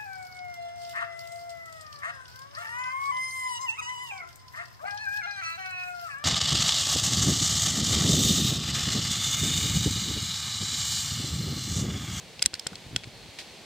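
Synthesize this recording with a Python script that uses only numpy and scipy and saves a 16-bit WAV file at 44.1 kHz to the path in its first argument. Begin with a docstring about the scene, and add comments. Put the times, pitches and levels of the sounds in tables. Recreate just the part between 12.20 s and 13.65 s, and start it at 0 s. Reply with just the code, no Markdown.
"""Outdoors, in a steady hush of distant traffic and leaves. Dry, very close clicks and scrapes, likely the
camera's housing or strap being handled; each click is a burst of chatter ringing heavily damped modes.
Soft low handling bumps and a rumble come with them. A faint, thin ring follows one click, then a faint
high squeak. The loudest clicks push the gain control down for a moment."""
import sys
import numpy as np
from scipy import signal
from scipy.fft import rfft, irfft, next_fast_len
from scipy.io import wavfile
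from scipy.ndimage import uniform_filter1d, map_coordinates

SR = 44100
rng = np.random.default_rng(int(sys.argv[2]) if len(sys.argv) > 2 else 0)


def file_out(sig):
    """Save sig as 16-bit WAV at sys.argv[1]."""
    # one column per channel
    cols = np.atleast_2d(sig).T
    # limit, then scale
    lim = np.clip(cols, -1, 1)
    pcm = np.round(lim * 32767).astype(np.int16)
    wavfile.write(sys.argv[1], SR, pcm)


N = 63945


def amp(db):
    """Decibels to gain."""
    return 10 ** (np.asarray(db) / 20)


def curve_at(points, hz):
    """Read a curve of (frequency, value) points along a log frequency axis."""
    freqs, values = np.transpose(points)
    return np.interp(np.log(hz + 1), np.log(freqs + 1), values)


def unit_rms(x):
    """Scale to rms 1."""
    return x / np.sqrt(np.mean(x ** 2) + 1e-20)


def wobble(rate):
    """A smooth random curve with `rate` knots a second."""
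    knots = rng.standard_normal(int(N * rate / SR) + 4)
    return map_coordinates(knots, [np.arange(N) * rate / SR])


def spread(spectra, correlation, hz):
    """Mix two unrelated spectra as mid and side to get a given left-right correlation."""
    angle = np.arccos(np.clip(curve_at(correlation, hz), -1, 1)) / 2
    mid, side = spectra[0] * np.cos(angle), spectra[1] * np.sin(angle)
    return np.array([mid + side, mid - side])


def noise(eq, correlation):
    """Stereo noise of rms 1, shaped by an EQ curve and a left-right correlation curve."""
    size = next_fast_len(N)
    hz = np.fft.rfftfreq(size, 1 / SR)
    spectra = rfft(rng.standard_normal((2, size))) * amp(curve_at(eq, hz))
    return unit_rms(irfft(spread(spectra, correlation, hz), size)[:, :N])


def attack_decay(start, attack, t60):
    """An envelope that rises from `start` and dies away exponentially; all in seconds."""
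    t = np.maximum(np.arange(N) / SR - start, 0)
    return (1 - np.exp(-t / attack)) * amp(-60 * t / t60)


def low_cut(x, hz):
    """High-pass at 12 dB an octave."""
    return signal.sosfilt(signal.butter(2, hz, "high", fs=SR, output="sos"), x)


def minimum_phase(gain):
    """The filter response with this gain and no pre-ring."""
    cepstrum = irfft(np.log(np.maximum(gain, 1e-6)))
    half = len(cepstrum) // 2
    cepstrum[1:half] *= 2
    cepstrum[half + 1:] = 0
    return np.exp(rfft(cepstrum))


# Tone of the outdoor bed (frequency [Hz], relative level [dB])
HUSH_EQ = [(25, -5), (74, -2), (120, -1.5), (326, -4), (394, -2), (775, -5.5), (1330, -13.5), (2160, -7.5),
           (4370, -7), (5280, -12.5), (8590, -17.5), (9570, -22), (16000, -32)]
# Stereo image of the bed and the faint rings (frequency [Hz], left-right correlation [-1..1])
OUTDOOR_IMAGE = [(60, 0.21), (180, 0.73), (1000, 0.94), (4970, 0.69), (15000, 0.14)]
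def outdoor_hush(level_db=-48, drift_db=0.71):
    """Distant traffic and leaves: a nearly steady bed with little deep bass."""
    bed = low_cut(noise(HUSH_EQ, OUTDOOR_IMAGE), hz=100)
    return amp(level_db + drift_db * wobble(rate=3.81)) * bed


# Fader ride of the rumble (time [s], level [dB])
RUMBLE_RIDE = [(0.0, -57), (0.4, -65), (0.648, -56.5), (0.822, -54), (0.958, -56.5), (1.4, -66)]
# Tone of the rumble (frequency [Hz], relative level [dB])
RUMBLE_EQ = [(20, -22), (45, -2), (100, 1), (180, -1.5), (300, -17), (700, -41)]
def air_rumble(sway_db=2.5):
    """Air and handling on the camera make a low, uneven rumble."""
    ride_db = np.interp(np.arange(N) / SR, *np.transpose(RUMBLE_RIDE))
    return amp(ride_db + sway_db * wobble(rate=24.0)) * noise(RUMBLE_EQ, correlation=[(100, 0.84)])


# Ring and squeak cues (time [s], level [dB], pitch [Hz], attack [s], decay T60 [s])
RING_CUES = [(.776, -44, 3350, .014, .22), (.92, -49.5, 4300, .035, .9)]
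def faint_rings(half_width_hz=170):
    """A faint, thin ring after a click, then a faint high squeak: narrow bands of noise."""
    out = np.zeros((2, N))
    for start, db, hz, attack, t60 in RING_CUES:
        band = [(hz + k * half_width_hz, -10 * k * k) for k in range(-3, 4)]
        out += amp(db) * attack_decay(start, attack, t60) * noise(band, OUTDOOR_IMAGE)
    return out


# Handling bump cues (time [s], level [dB], pitch [Hz])
BUMP_CUES = [(0.244, -33, 97), (0.262, -25.5, 72), (0.334, -29, 95), (0.464, -31, 157.5),
             (0.5202, -30.5, 194), (0.531, -31.5, 122), (0.663, -34, 110), (0.711, -34, 130),
             (0.7289, -25, 131), (0.745, -26.5, 141), (0.761, -22, 110.7), (0.854, -37.5, 110),
             (.872, -27, 119), (0.934, -39, 85), (1.088, -37.5, 102)]
# Tone of the thud under each bump (frequency [Hz], relative level [dB])
THUD_EQ = [(25, -48), (70, 2.5), (260, 1.5), (450, -23), (1000, -23), (3000, -41)]
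def handling_bumps(attack_s=0.0014, knock_ratio=2.2, knock_db=-10, thud_db=-10):
    """Each bump is a low push of a cycle or two, a hollow knock of the camera body and a dull thud."""
    t = np.arange(N) / SR
    tones, thud_envelope = np.zeros(N), np.zeros(N)
    for start, db, hz in BUMP_CUES:
        phase = 2 * np.pi * hz * (t - start)
        push, knock = np.sin(phase), amp(knock_db) * np.sin(knock_ratio * phase)
        tones += amp(db) * attack_decay(start, attack_s, t60=0.036) * (push + knock)
        thud_envelope += amp(db + thud_db) * attack_decay(start, attack_s, t60=0.05)
    thuds = thud_envelope * noise(THUD_EQ, correlation=[(100, 0.81)])
    return low_cut(tones + thuds, hz=52)


# Scrape and fuzz cues (time [s], level [dB], decay T60 [s])
SCRAPE_CUES = [(0.2202, -21, 0.04), (0.238, -29, 0.026), (0.252, -29, 0.071), (0.351, -31.5, 0.037),
               (0.7597, -31, 0.021), (0.772, -48.5, 0.22), (0.876, -49, 0.028), (1.1862, -34, 0.16)]
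# Tone of the scrapes and fuzz (frequency [Hz], relative level [dB])
SCRAPE_EQ = [(200, -18), (1300, -13.5), (1800, -1), (4400, 2.5), (6000, -4.5), (8500, -10.5),
             (11000, -16.5), (16000, -30)]
def scrapes_and_fuzz(attack_s=0.00075, grain_db=0.5):
    """Short, grainy handling scrapes; at 0.76 s a brief, soft fuzz of noise swells just before a click."""
    envelope = sum(amp(db) * attack_decay(start, attack_s, t60) for start, db, t60 in SCRAPE_CUES)
    hiss = noise(SCRAPE_EQ, correlation=[(2500, 0.89), (8000, 0.16)])
    grain = amp(grain_db * wobble(rate=560))
    return envelope * unit_rms(hiss * grain)


# Resonances the clicks ring (frequency [Hz], width [Hz], level [dB])
BODY_MODES = [(737, 92, -5.5), (1493, 140, -0.5), (1980, 610, -2.5), (2640, 700, 0), (3302, 314, 5),
              (4140, 1000, 1.5), (5075, 820, 2.5), (5770, 2800, -4), (7810, 1570, 2), (8850, 580, 1),
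              (10270, 1100, -13), (11630, 1800, -14), (14300, 2000, -22)]
# Broadband fill between the resonances (frequency [Hz], level [dB])
BODY_FILL = [(60, -24.5), (400, -10.5), (1000, -16), (6500, -10), (9000, -17), (11000, -27), (16000, -55)]
def click_body(hz):
    """Gain curve shared by all clicks: heavily damped modes over a broad floor."""
    mode_power = sum(amp(db) ** 2 / (1 + ((hz - centre) / (width / 2)) ** 2) ** 2
                     for centre, width, db in BODY_MODES)
    return np.sqrt(mode_power + amp(curve_at(BODY_FILL, hz)) ** 2)


# Stereo image of the chatter (frequency [Hz], left-right correlation [-1..1])
CHATTER_IMAGE = [(3300, 0.91), (4300, 0.78), (6000, -0.17), (8000, 0.55), (12000, -0.48)]
def contact_strike(t, hz, hold_s, chatter_t60_s=0.0082, tail_db=-19, tail_t60_s=0.023, snap_gain=0.38):
    """Stereo spectrum of one strike: a sharp centred snap and a burst of chatter with a faint tail."""
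    burst = amp(-60 * np.maximum(t - hold_s, 0) / chatter_t60_s)
    envelope = burst + amp(tail_db - 60 * t / tail_t60_s)
    chatter = rng.standard_normal((2, len(t))) * envelope / np.linalg.norm(envelope)
    snap = snap_gain * np.clip(curve_at(CHATTER_IMAGE, hz), 0, 1)
    return spread(rfft(chatter), CHATTER_IMAGE, hz) + snap


def click_eq(hz, ring_hz, ring_db, bass_db, treble_db, sparkle_db, ring_octaves=0.14):
    """Gain curve that voices one click: a narrow ringing bell and three shelves."""
    ring = ring_db * np.exp(-0.5 * (np.log2((hz + 1) / ring_hz) / ring_octaves) ** 2)
    bass = bass_db / (1 + (hz / 1800) ** 4)
    treble = treble_db * (1 - 1 / (1 + (hz / 6500) ** 6))
    sparkle = sparkle_db * (1 - 1 / (1 + (hz / 10900) ** 10))
    return amp(ring + bass + treble + sparkle)


# Treble imbalance between the microphone ports (frequency [Hz], left minus right [dB])
PORT_BALANCE = [(3000, 1.5), (4200, 0), (5200, -4), (6500, 1), (8000, 7), (9200, 2), (11000, 4)]
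# Click cues (time [s], level [dB], chatter hold [s], rebound delay [s], ring pitch [Hz],
# ring gain [dB], bass [dB], treble [dB], sparkle [dB], pan to the left [dB])
CLICK_CUES = [(0.1938, -36, 0.0003, 0.00041, 2860, 6, -18, -22, 2, 0),
              (0.2217, -42, 0.0016, 0.00033, 3260, -9, -6, 11, -7, 16),
              (0.225, -15, 0.00052, .00121, 4890, 8.5, -1.5, 9, -2.5, -1.5),
              (0.26, -11.5, 0.00077, 0.00051, 6170, 6.5, -8.5, 5, -1, 0.7),
              (0.335, -36, 0.00029, 0.0008, 1240, -3, 20.5, -31, 0, -0.5),
              (0.3406, -25, 0.00067, 0.0007, 4530, 11.5, -1.5, -3, 4, -1),
              (0.3954, -29.5, 0.0011, 0.000934, 5250, 5, -46, -7.5, 12, -2),
              (0.4666, -30, 0.00036, 0.00076, 1330, -2.5, 13.5, -29, -2, 1),
              (0.469, -24.5, 0.00089, 0.000935, 3250, 1, -6.5, 1.5, -2, 0.2),
              (0.5315, -41.5, 0.0011, 0.00084, 1130, 1, 26, -16, 0, 1),
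              (0.5554, -36, 0.0017, .0009, 4350, 5, -6, -10.5, -4, 0.5),
              (0.7622, -19.5, .0007, .0015, 3180, 8.5, 1.5, -6, -2, -0.8),
              (.8358, -40, .0006, .00045, 2300, 11, 3, -12, 0, 1),
              (0.842, -40, 0.0013, 0.00049, 3900, 2, 3.5, -15, -9, 1)]
def handling_clicks(size=4096, rebound_gain=0.33, level_span_s=0.005):
    """Likely the camera's housing or strap: each snap chatters, rebounds at once and rings briefly."""
    out = np.zeros((2, N))
    t, hz = np.arange(size) / SR, np.fft.rfftfreq(size, 1 / SR)
    body = click_body(hz)
    ports = np.array([minimum_phase(amp(side * curve_at(PORT_BALANCE, hz) / 2)) for side in (1, -1)])
    taper = np.cos(np.pi / 2 * t / t[-1]) ** 2
    for start, db, hold_s, rebound_s, *voicing, pan_db in CLICK_CUES:
        strike = contact_strike(t, hz, hold_s)
        # Flatten the strike's broad colour so that the body and EQ set the tone.
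        strike_power = np.mean(np.abs(strike) ** 2, axis=0)
        strike_colour = np.sqrt(np.abs(uniform_filter1d(strike_power, size=32)))
        resonance = minimum_phase(body * click_eq(hz, *voicing) / strike_colour)
        rebound = 1 + rebound_gain * np.exp(-2j * np.pi * hz * rebound_s)
        click = taper * irfft(strike * rebound * ports * resonance)
        # Give each side the energy of rms 1 over the level span, then set level and pan.
        click *= np.sqrt(level_span_s * SR / np.sum(click ** 2, axis=1, keepdims=True))
        click *= amp([[db + pan_db / 2], [db - pan_db / 2]])
        onset = round(start * SR)
        out[:, onset:onset + size] += click[:, :N - onset]
    return out


def scene():
    """Close, dry clicks, scrapes and faint rings over the bumps and the open-air bed."""
    foreground = handling_clicks() + scrapes_and_fuzz() + faint_rings()
    return foreground + handling_bumps() + air_rumble() + outdoor_hush()


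def record(dry, threshold_db=-19, slope=0.39, attack_s=0.00086, hold_s=0.03, release_s=0.098):
    """Gain control ducks just after loud peaks, holds and recovers; a steep high cut follows."""
    power = np.abs(uniform_filter1d(np.mean(dry ** 2, axis=0), size=128))
    depth_db = slope * np.maximum(10 * np.log10(power + 1e-12) - threshold_db, 0)
    duck_db = np.zeros(N)
    for peak in signal.find_peaks(depth_db)[0]:
        t = np.arange(N - peak) / SR
        dip = (1 - np.exp(-t / attack_s)) * np.exp(-np.maximum(t - hold_s, 0) / release_s)
        duck_db[peak:] = np.maximum(duck_db[peak:], depth_db[peak] * dip)
    size = next_fast_len(N + SR // 2)
    high_cut = 1 / (1 + (np.fft.rfftfreq(size, 1 / SR) / 16000) ** 120)
    return irfft(rfft(dry * amp(-duck_db), size) * high_cut, size)[:, :N]


dry = scene()
out = record(dry)
file_out(out)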